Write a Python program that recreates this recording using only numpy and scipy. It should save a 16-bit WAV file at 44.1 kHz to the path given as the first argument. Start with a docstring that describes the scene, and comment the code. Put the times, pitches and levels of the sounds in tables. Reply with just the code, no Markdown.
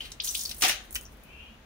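"""Wet mop on tiles

A soaked string mop swings out of its bucket: drops plink and a stream of water spatters on the tiles.
The head lands with a wet slap, its strands flopping down in waves and squeezing out pockets of air.
The handle tips over and knocks in its socket, and a faint swish follows as the mop is drawn along.
The small, hard room echoes and hums quietly."""
import sys
import numpy as np
from scipy import signal
from scipy.fft import rfft, irfft, next_fast_len
from scipy.io import wavfile
from scipy.ndimage import uniform_filter1d

SR = 44100
rng = np.random.default_rng(int(sys.argv[2]) if len(sys.argv) > 2 else 0)


def dump_mix(stems):
    """Bounce the given channels to the path in sys.argv[1] as a 16-bit WAV at rate SR."""
    frames = np.atleast_2d(stems).T  # one column per channel
    limited = np.clip(frames, -1, 1)  # hard clip at full scale
    pcm = np.round(limited * 32767).astype(np.int16)
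    wavfile.write(sys.argv[1], SR, pcm)


N = 72765
T = np.arange(N) / SR


# waves of strands hitting the floor: t/s, thud level/dB, splash level/dB, spray level/dB, decay/s
STRAND_WAVES = [(.6095, -51, -43, -34.5, 0.013), (0.6201, -34.5, -19.5, -24, 0.01),
                (0.635, -31, -22.5, -37, 0.018), (0.6481, -38.5, -25, -31, 0.0072),
                (0.664, -39, -32.5, -33, 0.011), (.680, -54, -29.5, -27, 0.015),
                (0.694, -28.5, -23.5, -53, 0.0052), (.710, -43, -29, -39, 0.0082),
                (0.732, -55.5, -40, -62, 0.038)]
# tone of the low thud, the middle splash and the high spray: f/Hz, level/dB
THUD_TONE = [(40, -5), (150, -25), (280, 4), (500, -4), (750, -2), (1250, -1.5), (2000, 3), (5000, -55)]
SPLASH_TONE = [(100, -30), (800, -23.5), (1500, -10.5), (2500, 2), (3200, 0.5), (4200, -4), (6200, -5),
               (8000, -21.5), (16000, -25.5)]
SPRAY_TONE = [(500, -50), (3000, 0), (6000, 0), (9000, 1.5), (12000, -2), (16000, -1)]
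# air pockets under the strands: t/s, f/Hz, level/dB, time to fade by 60 dB/s
AIR_POCKETS = [(.627, 1250, -29, .07), (.634, 1140, -31, .05), (.645, 755, -25, .042),
               (.671, 770, -32, .03)]

def slap():
    """Each wave of strands lands as many tiny wet hits; trapped air rings underneath."""
    thud = unit(colour(crackle(per_s=9000, spread_db=0.5), THUD_TONE))
    splash = unit(colour(crackle(per_s=14000, spread_db=2), SPLASH_TONE))
    spray = unit(colour(crackle(per_s=8800, spread_db=4.5), SPRAY_TONE))
    out = np.zeros(N)
    for start, thud_db, splash_db, spray_db, decay in STRAND_WAVES:
        hits = amp(thud_db) * thud + amp(splash_db) * splash + amp(spray_db) * spray
        out += burst(start, decay) * hits
    return out + sum(amp(db) * ring(start, hz, fade) for start, hz, db, fade in AIR_POCKETS)


# how strongly the water falls: t/s, level/dB
WATER_FLOW = [(.1, -68), (.228, -84), (.242, -33.5), (.3, -42), (.335, -41.5), (.38, -37.5), (.44, -40),
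              (.486, -48), (.535, -59), (.57, -58), (.61, -60), (.64, -75.5)]
# tone of the fine droplets: f/Hz, level/dB
DROPLET_TONE = [(100, -43), (1500, -17.5), (2300, -10), (3300, -5), (6000, 2.5), (9000, -5), (16000, 1)]
# blobs of water hitting the tiles: t/s, level/dB, centre f/Hz, decay/s
BLOBS = [(.004, -45, 3020, 0.06), (.05, -41.5, 2800, 0.011), (0.118, -30, 4930, 0.0023),
         (0.235, -38, 7050, 0.0058), (0.2443, -33, 7400, 0.0067), (0.277, -32, 6000, .004),
         (0.29, -31, 5500, 0.0042), (0.307, -31.5, 7100, 0.0048), (.346, -30, 7200, 0.0032),
         (.353, -28, 7900, 0.0018), (.372, -33.5, 7640, 0.011), (0.393, -31.5, 6000, 0.0044),
         (0.411, -30.5, 5600, 0.0026), (0.434, -31.5, 7800, 0.0027), (.452, -31, 5120, 0.0047),
         (.4925, -36, 4170, 0.0072), (0.505, -41, 7540, 0.0073), (.512, -28, 4160, 0.004),
         (.545, -37, 11300, 0.0028), (.565, -45.5, 12000, 0.016), (.582, -48, 12000, 0.024),
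         (0.599, -45, 12800, 0.014)]

def stream():
    """Fine droplets patter on the tiles with the flow; bigger blobs splat among them."""
    out = curve(WATER_FLOW) * unit(colour(crackle(per_s=1300, spread_db=1.5), DROPLET_TONE))
    fizz = crackle(per_s=14000, spread_db=2)
    hiss = crackle(per_s=9000, spread_db=1.5)
    for start, db, hz, decay in BLOBS:
        splat = unit(band(fizz, hz, width=0.84) + 0.14 * hiss)
        out += amp(db) * burst(start, decay) * splat
    return out


# drops that trap a bubble: t/s, first f/Hz, last f/Hz, length/s, level/dB
BUBBLES = [(.0025, 2720, 3330, .012, -28), (.1985, 1980, 7330, 0.0077, -22.5),
           (0.2723, 2290, 5770, 0.0066, -28.5), (0.287, 5720, 6120, 0.0055, -24),
           (0.3485, 2040, 6530, 0.0062, -21.5), (0.4513, 3930, 5950, 0.0052, -29.5),
           (.456, 4900, 4090, 0.0064, -27), (1.053, 5100, 6600, 0.0023, -40),
           (1.063, 5160, 6550, 0.0021, -42)]

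def plinks():
    """Each drop's bubble sings a tiny note that swells and dies, most often sliding upward."""
    out = np.zeros(N)
    for start, from_hz, to_hz, length, db in BUBBLES:
        progress = np.clip((T - start) / length, 0, 1)
        hz = from_hz * (to_hz / from_hz) ** progress * (progress > 0)
        swell = np.sin(np.pi * progress) ** 2
        out += amp(db) * swell * np.sin(2 * np.pi * np.cumsum(hz) / SR)
    return out


# knocks in the socket: t/s, click level/dB, ring level/dB, click decay/s
HANDLE_KNOCKS = [(.9558, -12, -37, .0006), (.9605, -27, -39, .004)]
# tone of the click: f/Hz, level/dB
CLICK_TONE = [(200, -10), (1000, -12.5), (1800, 3.5), (3000, 9.5), (4000, -0.5), (5800, 6), (9000, -3),
              (16000, -23)]
# notes of the tube: f/Hz, level/dB added to the ring level, time to fade by 60 dB/s
TUBE_NOTES = [(1440, -11, .07), (1860, -5, .06), (2730, -1, .12), (2985, 7, .035), (3190, -3, .045),
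              (4760, -4, .03), (5860, -13, .08), (6020, -12, .07)]

def handle():
    """The tipping handle clicks in its socket and its tube rings."""
    click = unit(colour(rng.standard_normal(N), CLICK_TONE))
    out = np.zeros(N)
    for start, click_db, ring_db, decay in HANDLE_KNOCKS:
        tube = sum(amp(db) * ring(start, hz, fade) for hz, db, fade in TUBE_NOTES)
        out += amp(click_db) * burst(start, decay) * click + amp(ring_db) * tube
    return out


# tiny bright ticks and creaks: t/s, level/dB, centre f/Hz
BRIGHT_TICKS = [(.1055, -44, 11200), (.221, -33, 10600), (0.4917, -25, 12000), (.84, -45, 14000),
                (0.853, -45, 13000), (0.9079, -33, 11000), (0.923, -38, 12200), (0.927, -26.5, 13400),
                (0.9427, -35, 6600), (.948, -20.5, 11000), (0.953, -21.5, 13500), (0.975, -48, 12000),
                (.9862, -37, 12000), (1.011, -34.5, 9100), (1.026, -38, 11000), (1.034, -42, 12800),
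                (1.122, -47, 12900), (1.137, -56, 11000), (1.17, -49.5, 13000), (1.218, -56, 12000),
                (1.2355, -38.5, 15100)]

def ticks():
    """Tiny bright ticks and creaks, perhaps from the plastic handle."""
    return sum(amp(db) * burst(start, decay_s=0.001) * unit(band(rng.standard_normal(N), hz, width=0.95))
               for start, db, hz in BRIGHT_TICKS)


# loudness of the swish: t/s, level/dB
SWISH_LEVEL = [(1.18, -75), (1.27, -60.5), (1.33, -50.5), (1.36, -53), (1.42, -48), (1.48, -51.5),
               (1.55, -61.5), (1.65, -89)]
# whistles in the swish: f/Hz at the middle of the slide, width/Hz, level/dB
SWISH_WHISTLES = [(2453, 150, -1.5), (2650, 82, 1), (2800, 100, 2.5), (3130, 170, -2), (2800, 920, -9)]

def swish():
    """As the mop is drawn along, a few faint, breathy whistles rise slowly in pitch."""
    middle_s, rise_per_s = 1.42, 0.33
    glide = np.cumsum(1 + rise_per_s * (T - middle_s)) / SR
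    out = np.zeros(N)
    for hz, width, db in SWISH_WHISTLES:
        # slow noise blurs a pure note into a narrow hiss
        smoothing = signal.butter(2, width / 2, fs=SR, output="sos")
        wobble = signal.sosfilt(smoothing, rng.standard_normal((2, 2, N)))
        phase = 2 * np.pi * hz * glide
        out = out + amp(db) * unit(wobble[0] * np.cos(phase) + wobble[1] * np.sin(phase))
    return curve(SWISH_LEVEL) * unit(out)


# tone of the room's hum and of a low handling rumble: f/Hz, level/dB
HUM_TONE = [(25, -29), (60, -8), (110, -2.5), (170, -8.5), (225, 6), (290, -6.5), (500, -8.5),
            (1000, -11.5), (2000, -14.5), (3200, -16.5), (5500, -28.5), (7000, -32), (9000, -51),
            (16000, -42)]
RUMBLE_TONE = [(18, -29), (30, -7.5), (42, -1.5), (57, 0), (75, -5.5), (100, -19.5), (140, -10.5),
               (180, -25.5), (300, -21.5), (600, -29), (2000, -48.5)]
# loudness of the handling rumble: t/s, level/dB
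RUMBLE_SWELLS = [(0, -49), (.15, -51), (.3, -55), (.44, -53.5), (.53, -49), (.66, -53), (.85, -51.5),
                 (1, -49), (1.09, -52.5), (1.125, -46), (1.16, -53), (1.3, -51.5), (1.65, -58.5)]

def background():
    """The room hums steadily, while a low handling rumble comes and goes."""
    hum = amp(-56.5) * unit(colour(diffuse(split_hz=970), HUM_TONE))
    rumble = curve(RUMBLE_SWELLS) * unit(colour(diffuse(split_hz=570), RUMBLE_TONE))
    return hum + rumble


# the room's echo, band by band: centre f/Hz, time to fade by 60 dB/s, level/dB
ECHO_BANDS = [(243, 0.8, -11), (648, 0.62, -5.5), (1483, 0.46, -3.5), (3000, 0.42, -6), (6000, 0.39, -10.5),
              (12000, 0.23, -11.5)]

def room(x, echo_db, place=0):
    """Sound arrives directly, then off nearby surfaces, then as a fading echo."""
    size = N // 3
    early = diffuse() * burst(0.0015, decay_s=0.016)
    echo = amp(-3.5) * unit(early[:, :size])
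    noise = diffuse()
    for hz, fade, db in ECHO_BANDS:
        tail = noise * burst(0.0057, fade / np.log(1000))
        echo += amp(db) * band(unit(tail[:, :size]), hz, width=1)
    left_lag_s = 0.00017 + 0.00022 * place  # place runs from -1 to 1 across the wet patch
    direct = np.array([np.roll(x, round(left_lag_s * SR)), x])
    return direct + amp(echo_db) * signal.fftconvolve(x[None], echo / np.sqrt(size), axes=1)[:, :N]


def scattered(x, echo_db, spots, stay_s=0.0025):
    """The water lands now here, now there; each spot has its own path to the microphones."""
    spot = rng.integers(spots, size=N)[(T / stay_s).astype(int)]
    out = np.zeros((2, N))
    for k, place in enumerate(np.linspace(-1, 1, spots)):
        share = np.abs(uniform_filter1d((spot == k) * 1., size=40))  # soft hand-over between spots
        out += room(x * np.sqrt(share), echo_db, place)
    return out


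def amp(db):
    """Turn decibels into a gain."""
    return 10 ** (np.asarray(db) / 20)


def unit(x):
    """Scale a sound to an average power of one."""
    return x / np.sqrt(np.mean(x ** 2))


def curve(points):
    """Gain over time through (t/s, level/dB) points."""
    return amp(np.interp(T, *np.array(points).T))


def colour(x, points):
    """Shape a sound's tone through (f/Hz, level/dB) points."""
    hz, db = np.array(points, float).T
    size = 2 * next_fast_len(N)
    log_hz = np.log(np.fft.rfftfreq(size, 1 / SR) + 1)
    gain = amp(np.interp(log_hz, np.log(hz), db))
    # fold the filter forward in time, so nothing rings before its hit
    cepstrum = irfft(np.log(gain))
    cepstrum[1:size // 2] *= 2
    cepstrum[size // 2 + 1:] = 0
    return irfft(rfft(x, size) * np.exp(rfft(cepstrum)))[..., :N]


def band(x, hz, width):
    """Keep the pitches around hz; width is a share of hz."""
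    edges = [hz / (1 + width / 2), min(hz * (1 + width / 2), SR * .48)]
    return signal.sosfilt(signal.butter(2, edges, "band", fs=SR, output="sos"), x)


def crackle(per_s, spread_db):
    """Tiny hits of uneven size at random moments."""
    hits = (rng.random(N) < per_s / SR) * rng.choice([-1, 1], N)
    return hits * amp(spread_db * rng.standard_normal(N))


def burst(start, decay_s, rise_s=0.00048):
    """A quick rise, then a smooth fade."""
    age = np.maximum(T - start, 0)
    return (1 - np.exp(-age / rise_s)) * np.exp(-age / decay_s)


def ring(start, hz, fade_s):
    """A struck note that drops 60 dB in fade_s."""
    return burst(start, fade_s / np.log(1000)) * np.sin(2 * np.pi * hz * (T - start))


def diffuse(split_hz=650):
    """Noise from all round: left and right are alike in the bass, unrelated above."""
    mid, side = rng.standard_normal((2, N))
    side = signal.sosfilt(signal.butter(1, split_hz, "high", fs=SR, output="sos"), side)
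    return np.array([mid + side, mid - side]) / np.sqrt(2)


def scene():
    """Water and mop sound together in the room."""
    water = scattered(plinks(), echo_db=1, spots=2) + scattered(stream(), echo_db=-0.5, spots=3)
    head = scattered(slap(), echo_db=2.5, spots=4)
    clicks = room(ticks(), echo_db=1) + room(handle(), echo_db=-3.5)
    return water + head + clicks + swish() + background()


# tone of the left and right microphones: f/Hz, level/dB
LEFT_TONE = [(200, 0), (1500, 2.5), (2500, 2), (5200, 2.5), (6900, 7.5), (8300, -25), (10000, 6),
             (12300, -3), (14300, 9), (15500, 6)]
RIGHT_TONE = [(200, 0), (1500, 1), (3000, -3), (5400, 0.5), (6800, -3), (8100, 7), (10000, 6), (12000, 4),
              (13800, -5), (15500, -21)]

def record(dry):
    """Each microphone colours the treble in its own way; the very top is cut."""
    top_hz = 15700
    stereo = np.array([colour(dry[0], LEFT_TONE), colour(dry[1], RIGHT_TONE)])
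    return signal.sosfilt(signal.ellip(10, .2, 70, top_hz, fs=SR, output="sos"), stereo)


dry = scene()
out = record(dry)
dump_mix(out)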